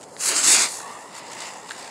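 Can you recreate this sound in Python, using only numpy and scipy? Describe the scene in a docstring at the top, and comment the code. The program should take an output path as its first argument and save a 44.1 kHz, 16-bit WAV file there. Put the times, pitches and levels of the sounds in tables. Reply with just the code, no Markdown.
"""A thin hiss spits over dull, distant outdoor air: a small ground spinner firework burns on concrete.
Its jet, noise full of crackling sparks, flares in three surges over a soft falling whoomp, then settles.
The thin hiss that remains flutters with the spin and rings the cardboard tube, modelled as resonances.
A few pops, swelling and dying sines with noise cracks, stand out; a breathy whistle ends the flare.
Faint reflections surround the spinner, and the recorder cuts bass and treble and rounds the peaks."""
import sys
import numpy as np
from scipy import signal
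from scipy.fft import rfft, irfft
from scipy.io import wavfile

SR = 44100
rng = np.random.default_rng(int(sys.argv[2]) if len(sys.argv) > 2 else 0)


def unload_wav(signal):
    """Save mono or channel-first audio to the path in sys.argv[1] as 16-bit WAV at rate SR, clipped to [-1, 1]."""
    wavfile.write(
        sys.argv[1],
        SR,
        np.round(np.clip(np.atleast_2d(signal).T, -1, 1) * 32767).astype(np.int16),
    )


N = 83790
TIME = np.arange(N) / SR
# rms of the sparks against the smooth gas: buried in the flare, plainer once it has settled
FLARE_SPARKS_DB, SETTLED_SPARKS_DB = -8.5, -4


def amp(db):
    """Decibels to gain."""
    return 10 ** (np.asarray(db) / 20)


def unit(x):
    """Scales to rms 1."""
    return x / np.sqrt(np.mean(x ** 2) + 1e-20)


def curve(rows, axis=1):
    """One column of a time table, at every sample."""
    columns = np.transpose(rows)
    return np.interp(TIME, columns[0], columns[axis])


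def add(mix, s, sound):
    """Mixes a sound in at a time in seconds."""
    part = mix[max(round(s * SR), 0):][:len(sound)]
    part += sound[:len(part)]


def colour(x, points):
    """Causal filter with the shape of a spectrum; keeps the power of white noise."""
    size = 4096
    f, db = np.transpose(points)
    bin_hz = abs(np.fft.fftfreq(size, 1 / SR))
    gain = unit(amp(np.interp(np.log(bin_hz + 1), np.log(f), db)))
    # minimum phase: the response starts at once
    response = np.exp(np.conj(signal.hilbert(np.log(gain))))
    taps = np.fft.ifft(response).real[:size // 2]
    return signal.fftconvolve(x, taps)[:len(x)]


def wander(rate_hz):
    """Smooth random motion of rms 1, fading out above about a rate."""
    f = np.fft.rfftfreq(N, 1 / SR)
    slow = rfft(rng.standard_normal(N)) * np.exp(-(f / rate_hz) ** 2)
    return unit(irfft(slow, N))


def resonate(x, hz, width_hz):
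    """A resonance of gain 1 that can follow a curve: shift down, smooth, shift back up."""
    turn = np.exp(2j * np.pi * np.cumsum(hz * np.ones(N)) / SR)
    r = np.exp(-np.pi * abs(width_hz) / SR)
    return 2 * (turn * signal.lfilter([1 - r], [1, -r], x / turn)).real


def resonate_twice(x, hz, width_hz):
    """Two passes, each twice the given width, for steeper skirts."""
    return resonate(resonate(x, hz, 2 * width_hz), hz, 2 * width_hz)


def breathy(rows, width_hz):
    """Noise in one narrow resonance that follows a table of pitch and level."""
    tone = resonate_twice(rng.standard_normal(N), curve(rows), width_hz)
    return unit(tone) * amp(curve(rows, axis=2))


def ping(t, hz, rise_s):
    """A few cycles that swell and die away."""
    swell = t / rise_s * np.exp(1 - t / rise_s)
    return swell * np.sin(2 * np.pi * hz * t)


def background(level_db=-45.5, waver_db=1.0):
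    """Dull, distant outdoor noise whose level wavers slightly."""
    # spectrum of the open air: f/Hz, level/dB (per Hz, relative)
    air = [(25, -39), (55, -24), (100, -9.5), (160, -4), (300, -3), (520, 1.5), (900, -3.5), (1200, -9.5),
           (1600, -15.5), (3000, -48), (8000, -39), (16000, -57)]
    return amp(level_db + waver_db * wander(rate_hz=32)) * colour(rng.standard_normal(N), air)


def flutter():
    """The nozzle faces the listener once a turn: a swing in dB."""
    # spin of the firework: t/s, f/Hz (turns per second), level/dB (peak swing)
    spin = [(0, 20, 0.8), (.55, 51, 0.1), (.84, 68, 3), (.93, 51, 1), (1.1, 58, 1), (1.34, 59, 1.5),
            (1.5, 58.9, 1.2), (1.64, 69, 2.5), (1.9, 60, 2.3)]
    return curve(spin, axis=2) * np.sin(2 * np.pi * np.cumsum(curve(spin)) / SR)


def burn(sparks_db, sparks_per_s=1100, spread_db=5):
    """Turbulent gas with tiny sparks of random size bursting in it."""
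    sizes = amp(spread_db * np.minimum(rng.exponential(1, N), 3.5))
    bursts = rng.random(N) < sparks_per_s / SR
    sparks = sizes * rng.choice([-1, 1], N) * bursts
    return unit(rng.standard_normal(N) + amp(sparks_db) * unit(sparks))


def shifting(x, size=512):
    """The flame's changing colour: its fizz, a moving hollow and drifting patches."""
    # gain of the fizz, faded in between 8.2 and 10.7 kHz: t/s, level/dB
    fizz_lift = [(0, 2), (.17, 1.5), (.29, 4.5), (.38, -4.5), (.52, 0), (.62, -4), (.72, 2.5), (.9, 2.5),
                 (1.15, -1), (1.45, -1), (1.9, -0.5)]
    # a hollow that sinks as the flame moves over the ground, then edges up: t/s, f/Hz, level/dB (gain)
    hollow_path = [(.2, 3640, -10), (.35, 3550, -10), (.5, 3120, -7), (.75, 3060, -12), (1.4, 3190, -4),
                   (1.9, 3230, -7)]
    hollow_width_hz = 160
    patch_hz, patch_s, patch_db = 130, 0.027, 1.75  # spread in pitch and time, rms gain
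    hz, t, z = signal.stft(x, SR, nperseg=size, noverlap=size - size // 4)

    fizz = np.interp(hz, (8200, 10700), (0, 1))[:, None] * np.interp(t, *np.transpose(fizz_lift))

    at, centre_hz, depth_db = np.transpose(hollow_path)
    from_centre_hz = hz[:, None] - np.interp(t, at, centre_hz)
    hollow = np.interp(t, at, depth_db) * np.exp(-(from_centre_hz / hollow_width_hz) ** 2)

    across = np.exp(-((hz[:, None] - hz) / patch_hz) ** 2)
    along = np.exp(-((t[:, None] - t) / patch_s) ** 2)
    patches = patch_db * unit(across @ rng.standard_normal(z.shape) @ along)

    shifted = z * amp(fizz + hollow + patches)
    return signal.istft(shifted, SR, nperseg=size, noverlap=size - size // 4)[1][:N]


def jet(swing_db, sputter_db=0.88):
    """Hiss and roar of the flame, sputtering together and swung round by the spin."""
    # hiss and lower roar, ahead of the colour shifts and the swing: t/s, level/dB
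    hiss_level = [(0.0, -56.5), (0.036, -55), (0.062, -57), (0.178, -49.5), (0.206, -30), (0.242, -24),
                  (0.29, -20), (0.332, -29), (0.37, -17.5), (0.422, -25.5), (0.444, -17.5), (0.522, -13),
                  (0.576, -21.5), (0.618, -17.5), (0.676, -32), (0.766, -35.5), (0.846, -46.5),
                  (1.122, -51), (1.184, -39), (1.206, -51.5), (1.428, -40.5), (1.64, -52), (1.708, -42),
                  (1.75, -46), (1.794, -42.5), (1.9, -48)]
    roar_level = [(0, -59), (.16, -61.5), (.21, -37.5), (.3, -27), (.39, -27.5), (.425, -30), (.48, -23.5),
                  (.55, -23), (.63, -24.5), (.665, -28), (.7, -43.5), (.8, -51), (1.08, -57), (1.17, -42),
                  (1.23, -47.5), (1.38, -42.5), (1.42, -36.5), (1.6, -54), (1.82, -43), (1.9, -46)]
    # spectra of the flaring hiss, the settled hiss and the roar: f/Hz, level/dB (per Hz, relative)
    flare_hiss = [(1500, -33), (3300, -17.5), (4400, -5.5), (5300, -4.5), (5800, -7), (6700, 1),
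                  (7600, 2.5), (8600, -2.5), (9400, -2), (11000, -13.5), (13200, -24), (16000, -31)]
    settled_hiss = [(1500, -36), (3300, -12), (4100, -11), (4700, -7.5), (5400, -4), (5800, -8.5),
                    (6500, 0.5), (7450, 3), (8600, -3.5), (9500, -6), (11000, -13.5), (13000, -25),
                    (16000, -26)]
    roar_spectrum = [(30, -47), (90, -26.5), (160, -14), (270, -5.5), (450, -7), (900, -1.5), (1350, 2),
                     (1700, 1), (2100, 2.5), (2650, 2.5), (3500, -0.5), (5000, 2), (9000, -30)]
    settled = np.interp(TIME, (0.86, 1.4), (0, 1))  # settles between these seconds
    flare = colour(burn(FLARE_SPARKS_DB), flare_hiss)
    steady = colour(burn(SETTLED_SPARKS_DB), settled_hiss)
    hiss = np.sqrt(1 - settled) * flare + np.sqrt(settled) * steady
    roar = colour(burn(sparks_db=-7.5), roar_spectrum)
    flame = amp(curve(hiss_level)) * hiss + amp(curve(roar_level)) * roar
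    return shifting(flame) * amp(swing_db + sputter_db * wander(rate_hz=80))


def tube(swing_db, drift=0.03, swing_share=0.33):
    """The gas stream rings the air in the burnt-out tube; its tuning drifts."""
    # resonances of the tube: f/Hz, width/Hz (half that of each pass), level/dB (relative)
    modes = [(910, 173, 3.5), (1886, 134, -2), (2780, 150, -9), (3520, 220, -13), (4590, 300, -15)]
    # how strongly the tube rings, ahead of the swing: t/s, level/dB
    ring_level = [(0, -66), (.55, -37.5), (.72, -44), (.9, -38.5), (1.07, -46.5), (1.25, -42.5),
                  (1.45, -41), (1.55, -41.5), (1.63, -44), (1.73, -47), (1.82, -43), (1.9, -43.5)]
    gas = burn(SETTLED_SPARKS_DB)
    tuning = 1 + drift * wander(rate_hz=8.9)
    ring = np.zeros(N)
    for hz, width_hz, db in modes:
        ring += amp(db) * unit(resonate_twice(gas, hz * tuning, width_hz))
    return unit(ring) * amp(curve(ring_level) + swing_share * swing_db)


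def spits():
    """Short spits of the jet: brief extra puffs of hiss."""
    # each puff: t/s, length/s, level/dB
    puffs = [(0.011, .003, -44), (0.019, .003, -45), (0.029, 0.013, -42.5), (0.447, .002, -22),
             (0.593, .002, -21), (1.151, .004, -39.5), (1.19, .005, -49), (1.315, 0.0071, -38),
             (1.331, .006, -37.5), (1.404, 0.006, -35), (1.417, .008, -40), (1.429, 0.0015, -39),
             (1.467, 0.0037, -37)]
    # their spectrum: f/Hz, level/dB (per Hz, relative)
    puff_spectrum = [(300, -23), (1200, -2.5), (3000, -1.5), (5000, -3), (7800, 5), (10000, -7),
                     (13000, -24), (16000, -36)]
    gate = sum(amp(db) * ((TIME >= s) & (TIME < s + length)) for s, length, db in puffs)
    return colour(gate * rng.standard_normal(N), puff_spectrum)


def throat():
    """A soft whoomp under the flare: a low resonance that sinks as the burning charge hollows out."""
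    # its path: t/s, f/Hz, level/dB
    sinking = [(.05, 520, -69), (.2, 460, -56), (.31, 354, -39.5), (.41, 294, -45.5), (.49, 268, -34.5),
               (.58, 221, -60), (.64, 172, -53), (.72, 159, -68), (.9, 160, -89)]
    return breathy(sinking, width_hz=86)


def pops():
    """Pops of the burning charge: a sharp snap with a little crack, and a few cycles of hollow ring."""
    # each pop: t/s, level/dB (body), f/Hz (body), level/dB (snap)
    bursts = [(0.1659, -36, 1800, -31.5), (.8035, -28, 1350, -48), (1.6932, -30, 990, -30),
              (1.7052, -30, 1648, -45), (1.709, -20, 1690, -26), (1.7144, -32, 1610, -33.5),
              (1.7175, -26.5, 1630, -28)]
    # spectrum of the crack: f/Hz, level/dB (per Hz, relative)
    crack_spectrum = [(100, -23), (500, -2), (1200, 0.5), (2800, 2), (4200, -4), (5500, -18), (9000, -14),
                      (12000, -40), (16000, -58)]
    body_rise_s, snap_rise_s, snap_hz = 0.00063, 0.0002, 3900
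    crack_s, crack_db = 0.00073, -3.5  # decay time of its power, level against the snap
    rings, cracks, t = np.zeros(N), np.zeros(N), TIME[:SR // 20]
    for s, body_db, body_hz, snap_db in bursts:
        body = amp(body_db) * ping(t, body_hz, body_rise_s)
        snap = amp(snap_db) * ping(t, snap_hz, snap_rise_s)
        add(rings, s, body + snap)
        decay = np.exp(-t / crack_s / 2)
        add(cracks, s, amp(snap_db + crack_db) * decay * rng.standard_normal(len(t)))
    return rings + colour(cracks, crack_spectrum)


def whistle():
    """The nozzle almost sings, brief and breathy, as the flare ends, rising a little in pitch."""
    # its path: t/s, f/Hz, level/dB
    rising = [(.72, 1050, -90), (.8, 1078, -48), (.88, 1136, -41), (.95, 1195, -43.5), (.99, 1200, -53),
              (1.05, 1210, -90)]
    return breathy(rising, width_hz=38)


def outdoors(x, echo_db=-15, t60_s=0.48):
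    """Faint scattered reflections from the surroundings: sparse random echoes that die away."""
    t = TIME[:SR // 2]
    scattered = rng.standard_normal(len(t)) * (rng.random(len(t)) < 1 / 20)
    taps = scattered * np.exp(-np.log(1000) * t / t60_s)
    return x + amp(echo_db) * signal.fftconvolve(x, taps / np.linalg.norm(taps))[:N]


def scene():
    """The spinner on the ground, in the open air."""
    swing_db = flutter()
    spinner = jet(swing_db) + tube(swing_db) + spits() + throat() + pops() + whistle()
    return (outdoors(spinner) + background())[None]


def record(dry, low_cut_hz=60, ceiling=0.66, cutoff_hz=15760):
    """The recorder's bass cut, soft overload and band limit."""
    thinned = signal.sosfilt(signal.butter(2, low_cut_hz, "high", fs=SR, output="sos"), dry)
    rounded = thinned / (1 + (thinned / ceiling) ** 8) ** (1 / 8)
    band_limit = signal.firwin(1023, cutoff_hz, window=("kaiser", 9), fs=SR)
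    return signal.oaconvolve(rounded, band_limit[None], "same")


dry = scene()
out = record(dry)
unload_wav(out)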